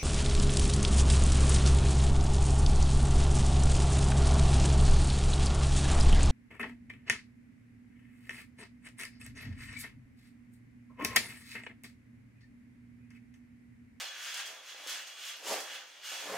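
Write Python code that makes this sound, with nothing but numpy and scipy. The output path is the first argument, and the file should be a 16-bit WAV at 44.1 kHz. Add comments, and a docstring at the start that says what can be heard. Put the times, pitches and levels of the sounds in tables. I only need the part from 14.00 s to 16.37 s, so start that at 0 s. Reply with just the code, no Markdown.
"""A small metal zipper on a leather clutch bag is rubbed shut in short strokes, in a bare room.
From the start the teeth scrape and ring, while the leather rubs under the hand.
Soon the pull tab chinks; then, now and again, a tooth catches with a tick or the bag is nudged.
At about 1.5 s the hand bears down and the hollow bag rumbles.
Near the end it bears down again, and a panel of the bag booms as it shifts."""
import sys
import numpy as np
from scipy import signal
from scipy.fft import rfft, irfft
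from scipy.io import wavfile

SR = 44100
rng = np.random.default_rng(int(sys.argv[2]) if len(sys.argv) > 2 else 0)


def output_pcm(signal):
    """Save a mono or channel-first signal as 16-bit PCM at the path in sys.argv[1].

    Samples are clipped to [-1, 1] before scaling.
    """
    pcm = np.clip(np.atleast_2d(signal).T, -1, 1) * 32767
    wavfile.write(sys.argv[1], SR, np.round(pcm).astype(np.int16))


N = 104737
TIME = np.arange(N) / SR
PADDED = 2 ** 18  # samples, with spare space for filters to ring out
FREQS = np.maximum(np.arange(PADDED // 2 + 1) * SR / PADDED, 1)

# strokes of the zipper: time_s, scrape_db, treble_db
STROKES = [(0.0, -40, -48.5), (0.09, -47, -70), (0.12, -48, -74), (0.24, -45, -54.5), (0.28, -40.5, -59),
           (0.33, -43, -56.5), (0.34, -42.5, -72), (0.4, -39.5, -55), (0.45, -46.5, -72),
           (0.46, -45.5, -55), (0.57, -53, -72), (0.62, -55, -73), (0.7, -46.5, -62), (0.74, -51.5, -70),
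           (0.85, -49.5, -62.5), (0.88, -45, -55.5), (0.9, -39, -48.5), (1.06, -50, -70),
           (1.08, -47.5, -64), (1.14, -53.5, -70), (1.23, -44.5, -60), (1.3, -43.5, -53.5),
           (1.35, -48, -74), (1.39, -52.5, -65), (1.42, -53.5, -66), (1.48, -41, -46.5),
           (1.53, -42.5, -45.5), (1.58, -42.5, -56), (1.62, -52, -54.5), (1.68, -48, -64),
           (1.75, -43.5, -58), (1.81, -50, -84), (1.87, -56, -73), (2.01, -56, -77), (2.05, -43.5, -56.5),
           (2.12, -42, -54.5), (2.23, -44.5, -58.5), (2.37, -53.5, -53.5)]
# tone of the scrape: pitch_hz, level_db
SCRAPE_TONE = [(200, -41.5), (500, -19), (1050, -8.5), (1450, -2), (2200, -1), (3000, 0.5), (3900, -4.5),
               (5000, -6), (6700, -7), (7800, -17), (10000, -24), (16000, -24)]
# tone of the bright bite on top of it: pitch_hz, level_db
BITE_TONE = [(1500, -24), (4000, 7.5), (7000, 8), (9000, 3.5), (11000, 0.5), (13000, -0.5), (16000, -9)]
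# pitches at which the zipper rings: pitch_hz, width_hz, boost_db
ZIPPER_RINGS = [(1510, 62, 1), (1630, 15, 4.5), (1718, 14, 4), (2340, 27, 0), (2635, 20, 1.5),
                (2876, 26, 7.5), (3050, 18, -0.5), (3337, 45, 9.5), (3394, 31, 6.5), (4165, 60, 5),
                (4960, 79, 5.5), (5815, 34, 5), (6644, 110, 6), (8230, 89, 13)]
# how much the low part of the scrape stands out: time_s, boost_db
LOW_RASP = [(0, -1), (.17, 3.5), (.5, 0), (.75, -2.5), (1.0, 2), (1.25, -3), (1.8, 3.5), (2.1, -3.5),
            (2.3, 0)]
# light rubbing of the leather: time_s, level_db
RUBBING = [(0, -46), (.06, -58), (.14, -61.5), (.25, -60.5), (.42, -57), (.49, -56), (.58, -57.5),
           (.71, -67), (.75, -63), (.83, -57), (.87, -58), (.96, -55), (1.05, -63.5), (1.17, -63),
           (1.3, -66.5), (1.4, -63), (1.52, -44.5), (1.68, -54), (1.79, -58), (1.9, -67.5), (2.01, -65.5),
           (2.105, -60), (2.125, -53), (2.23, -52.5), (2.37, -41.5)]
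# tone of rubbed leather: pitch_hz, level_db
LEATHER_TONE = [(50, -47), (130, -24.5), (200, -21), (300, -13), (450, -7.5), (650, 1), (850, 0.5),
                (1200, -2.5), (1700, 0.5), (2500, -5.5), (5000, -23.5), (12000, -72)]
# pitches at which the bag rings: pitch_hz, width_hz, boost_db
BAG_RINGS = [(290, 14, 7), (426, 12, 3), (522, 12, 5), (552, 12, 1), (603, 12, 1), (787, 10, 2),
             (1144, 10, 0), (1185, 10, 1)]
# the pull tab chinks: start_s, level_db, pitch_hz
CHINKS = [(0.051, -41.5, 4220), (.085, -38.5, 3340), (.448, -41.5, 3254), (.893, -40, 3368),
          (1.285, -46.5, 3395), (1.365, -58, 12500), (1.645, -42.5, 3310)]
# a tooth catches: start_s, level_db
TICKS = [(.342, -31.5), (.372, -35.5), (.461, -40.5), (.872, -32), (.879, -39), (1.072, -42), (1.251, -40),
         (1.529, -31.5), (1.603, -34.5), (2.121, -40), (2.204, -37.5)]
# the bag is nudged: start_s, level_db
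NUDGES = [(.528, -44.5), (.746, -42.5), (.80, -47.5), (.864, -40.5), (1.468, -37), (1.519, -31.5),
          (1.539, -30), (2.120, -42.5)]
# tone of the hollow bag: pitch_hz, level_db
HOLLOW_TONE = [(50, -45), (130, -25.5), (200, -21.5), (290, -10), (350, -8), (430, -3.5), (550, -5.5),
               (750, -1), (1100, -7), (2000, -16.5), (5000, -18), (12000, -56)]
# the hand bears down: peak_s, level_db, rise_db_per_s, fall_db_per_s
PRESSES = [(1.515, -36.5, 250, 164), (2.3, -44, 205, 5)]
# a panel of the bag shifts: peak_s, level_db, rise_db_per_s, fall_db_per_s
PANEL_SHIFTS = [(2.32, -54.5, 330, 5)]
# tone of the room's hiss: pitch_hz, level_db
HISS_TONE = [(20, -10.5), (60, -11.5), (150, -14), (500, 2), (2000, -4.5), (16000, -26)]
# how wide the sound spreads: pitch_hz, side_minus_middle_db
STEREO_WIDTH = [(120, -23), (350, -32), (700, -12.5), (1400, -10), (2800, -8), (5600, -4), (10000, -1),
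                (15000, -2.5)]
# balance of the two microphones: pitch_hz, left_minus_right_db
MIC_BALANCE = [(500, 0.5), (2800, -0.5), (5600, -1.3), (10000, -1), (14000, -5)]


def from_db(db):
    """Turn decibels into a gain to multiply by."""
    return 10 ** (np.asarray(db) / 20)


def unit_level(x):
    """Scale a sound to an average (RMS) level of 1."""
    return x / np.sqrt(np.mean(x ** 2) + 1e-20)


def curves(rows):
    """Join a table's points with straight lines, one curve per column after the time."""
    times_s, *columns = np.transpose(rows)
    return [np.interp(TIME, times_s, column) for column in columns]


def tone(points, rings=()):
    """Gain at each pitch: a broad slope with narrow ringing peaks on it."""
    hz, db = np.transpose(points)
    slope = from_db(np.interp(np.log(FREQS), np.log(hz), db))
    peaks = sum(from_db(boost) ** 2 / (1 + (2 * (FREQS - pitch) / width) ** 2)
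                for pitch, width, boost in rings)
    return slope * np.sqrt(1 + 2 * peaks)


def filtered(x, gain):
    """Give a sound a tone, so that ringing comes only after each hit (minimum phase)."""
    cepstrum = irfft(np.log(gain))
    cepstrum[1:PADDED // 2] *= 2
    cepstrum[PADDED // 2 + 1:] = 0
    return irfft(rfft(x, PADDED) * np.exp(rfft(cepstrum)))[..., :N]


def resonate(x, hz, width_hz):
    """Let a sound ring at one pitch, with a gain of 1 there."""
    r = np.exp(-np.pi * width_hz / SR)
    feedback = [1, -2 * r * np.cos(2 * np.pi * hz / SR), r * r]
    return signal.lfilter(np.array([1, 0, -1]) * (1 - r * r) / 2, feedback, x)


def drift(rate_hz):
    """A slow random wobble, about 1 in size."""
    smooth = rfft(rng.standard_normal(PADDED)) / (1 + (FREQS / rate_hz) ** 2)
    return unit_level(irfft(smooth)[:N])


def contacts(per_s, spread_db):
    """Tiny random hits, mostly small, a few large."""
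    sizes = from_db(spread_db * np.minimum(rng.exponential(1, N), 4))
    return sizes * rng.choice([-1, 1], N) * (rng.random(N) < per_s / SR)


def knocks(rows, decay_s, gain):
    """Short bursts of noise that ring through an object, each peaking near its own level."""
    bursts = np.zeros(N)
    for start_s, db in rows:
        age = np.maximum(TIME - start_s, 0)
        bursts += from_db(db) * (TIME >= start_s) * np.exp(-age / decay_s) * rng.standard_normal(N)
    one_knock = filtered(rng.standard_normal(N) * np.exp(-TIME / decay_s), gain)
    return filtered(bursts, gain) / np.abs(one_knock).max()


def swells(rows):
    """A gain that rises to each peak and falls away."""
    return sum(from_db(db + np.minimum(rise * (TIME - peak_s), fall * (peak_s - TIME)))
               for peak_s, db, rise, fall in rows)


def zipper_scrape(teeth_per_s=208, pulse_db=1.3, ring_db=-1.5, flicker_db=2):
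    """Tiny hits pulse as teeth pass; rings swell and fade with the grip; firm strokes add bite."""
    scrape_db, treble_db = curves(STROKES)
    low_db, = curves(LOW_RASP)
    teeth_passed = np.cumsum(teeth_per_s * np.exp(0.2 * drift(rate_hz=30))) / SR
    pulse = from_db(pulse_db * np.cos(2 * np.pi * teeth_passed))
    hits = [pulse * contacts(per_s=9000, spread_db=1.5) for _ in range(2)]
    rasp, ring_drive = (unit_level(filtered(x, tone(SCRAPE_TONE))) for x in hits)
    rings = np.zeros(N)
    for hz, width_hz, boost_db in ZIPPER_RINGS:
        grip = from_db(ring_db + boost_db + flicker_db * drift(rate_hz=13))
        rings += resonate(ring_drive * grip, hz, width_hz)
    scrape = unit_level(rasp + rings)
    scrape += (from_db(low_db) - 1) * resonate(scrape, hz=1590, width_hz=300)
    bite = unit_level(filtered(pulse * contacts(per_s=8000, spread_db=2.5), tone(BITE_TONE)))
    return from_db(scrape_db - 1) * scrape + from_db(treble_db + 4.5) * bite


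def leather_rub():
    """The leather sticks and slips under the hand."""
    rub_db, = curves(RUBBING)
    slips = contacts(per_s=2600, spread_db=0.5)
    return from_db(rub_db - 0.5) * unit_level(filtered(slips, tone(LEATHER_TONE, BAG_RINGS)))


def tab_chinks(rise_s=0.00091, ring_s=0.099):
    """The small metal tab is tapped and rings briefly, damped by the fingers."""
    out = np.zeros(N)
    for start_s, db, hz in CHINKS:
        age = np.maximum(TIME - start_s, 0)
        loudness = from_db(db - 60 * age / ring_s) * (1 - np.exp(-age / rise_s))
        out += loudness * np.sin(2 * np.pi * hz * age)
    return out


def tooth_ticks():
    """A tooth catches and sets the zipper ringing."""
    metal = tone(SCRAPE_TONE, ZIPPER_RINGS) + 0.92 * tone(BITE_TONE)
    return knocks(TICKS, decay_s=0.012, gain=metal)


def bag_nudges():
    """Small bumps sound both the hollow bag and its leather skin."""
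    body_and_skin = tone(HOLLOW_TONE, BAG_RINGS) + 0.83 * tone(LEATHER_TONE, BAG_RINGS)
    return knocks(NUDGES, decay_s=0.0024, gain=body_and_skin)


def bag_rumble():
    """Pressed harder, the slipping leather shakes the hollow bag."""
    slips = contacts(per_s=2600, spread_db=1.4)
    return swells(PRESSES) * unit_level(filtered(slips, tone(HOLLOW_TONE, BAG_RINGS)))


def panel_boom(pitch_hz=182, width_hz=26):
    """A panel of the bag booms around one low pitch as it is shifted."""
    panel = 1 / (1 + (2 * (FREQS - pitch_hz) / width_hz) ** 2)
    return swells(PANEL_SHIFTS) * unit_level(filtered(rng.standard_normal(N), panel))


def room_echo(x, delay_s=0.004, fade_s=0.27, turns_per_s=0.902):
    """Echoes off bare walls, blending slowly between two patterns as the hands and bag move."""
    tails = rng.standard_normal((2, N)) * from_db(-60 * TIME / fade_s) * (TIME > delay_s)
    first, second = (signal.fftconvolve(x, tail / np.sqrt(np.sum(tail ** 2)))[:N] for tail in tails)
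    angle = 2 * np.pi * turns_per_s * TIME
    return np.cos(angle) * first + np.sin(angle) * second


def scene(echo_db=-5.5, hiss_db=-68):
    """The bag is straight ahead; echoes widen the treble; faint room hiss lies below."""
    direct = zipper_scrape() + tooth_ticks() + tab_chinks()
    direct += leather_rub() + bag_rumble() + panel_boom() + bag_nudges()
    middle = direct + from_db(echo_db) * room_echo(direct)
    middle_gain = np.sqrt(1 + from_db(echo_db) ** 2)
    side = middle_gain * filtered(room_echo(direct), tone(STEREO_WIDTH))
    hiss = from_db(hiss_db) * unit_level(filtered(rng.standard_normal((2, N)), tone(HISS_TONE)))
    return np.array([middle + side, middle - side]) + hiss


def record(dry, cutoff_hz=15780):
    """The right microphone is a little brighter; the highest treble is cut off."""
    left_gain = np.sqrt(tone(MIC_BALANCE))
    treble_cut = 1 / np.sqrt(1 + (FREQS / cutoff_hz) ** 300)
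    return irfft(rfft(dry, PADDED) * np.array([left_gain, 1 / left_gain]) * treble_cut)[:, :N]


dry = scene()
out = record(dry)
output_pcm(out)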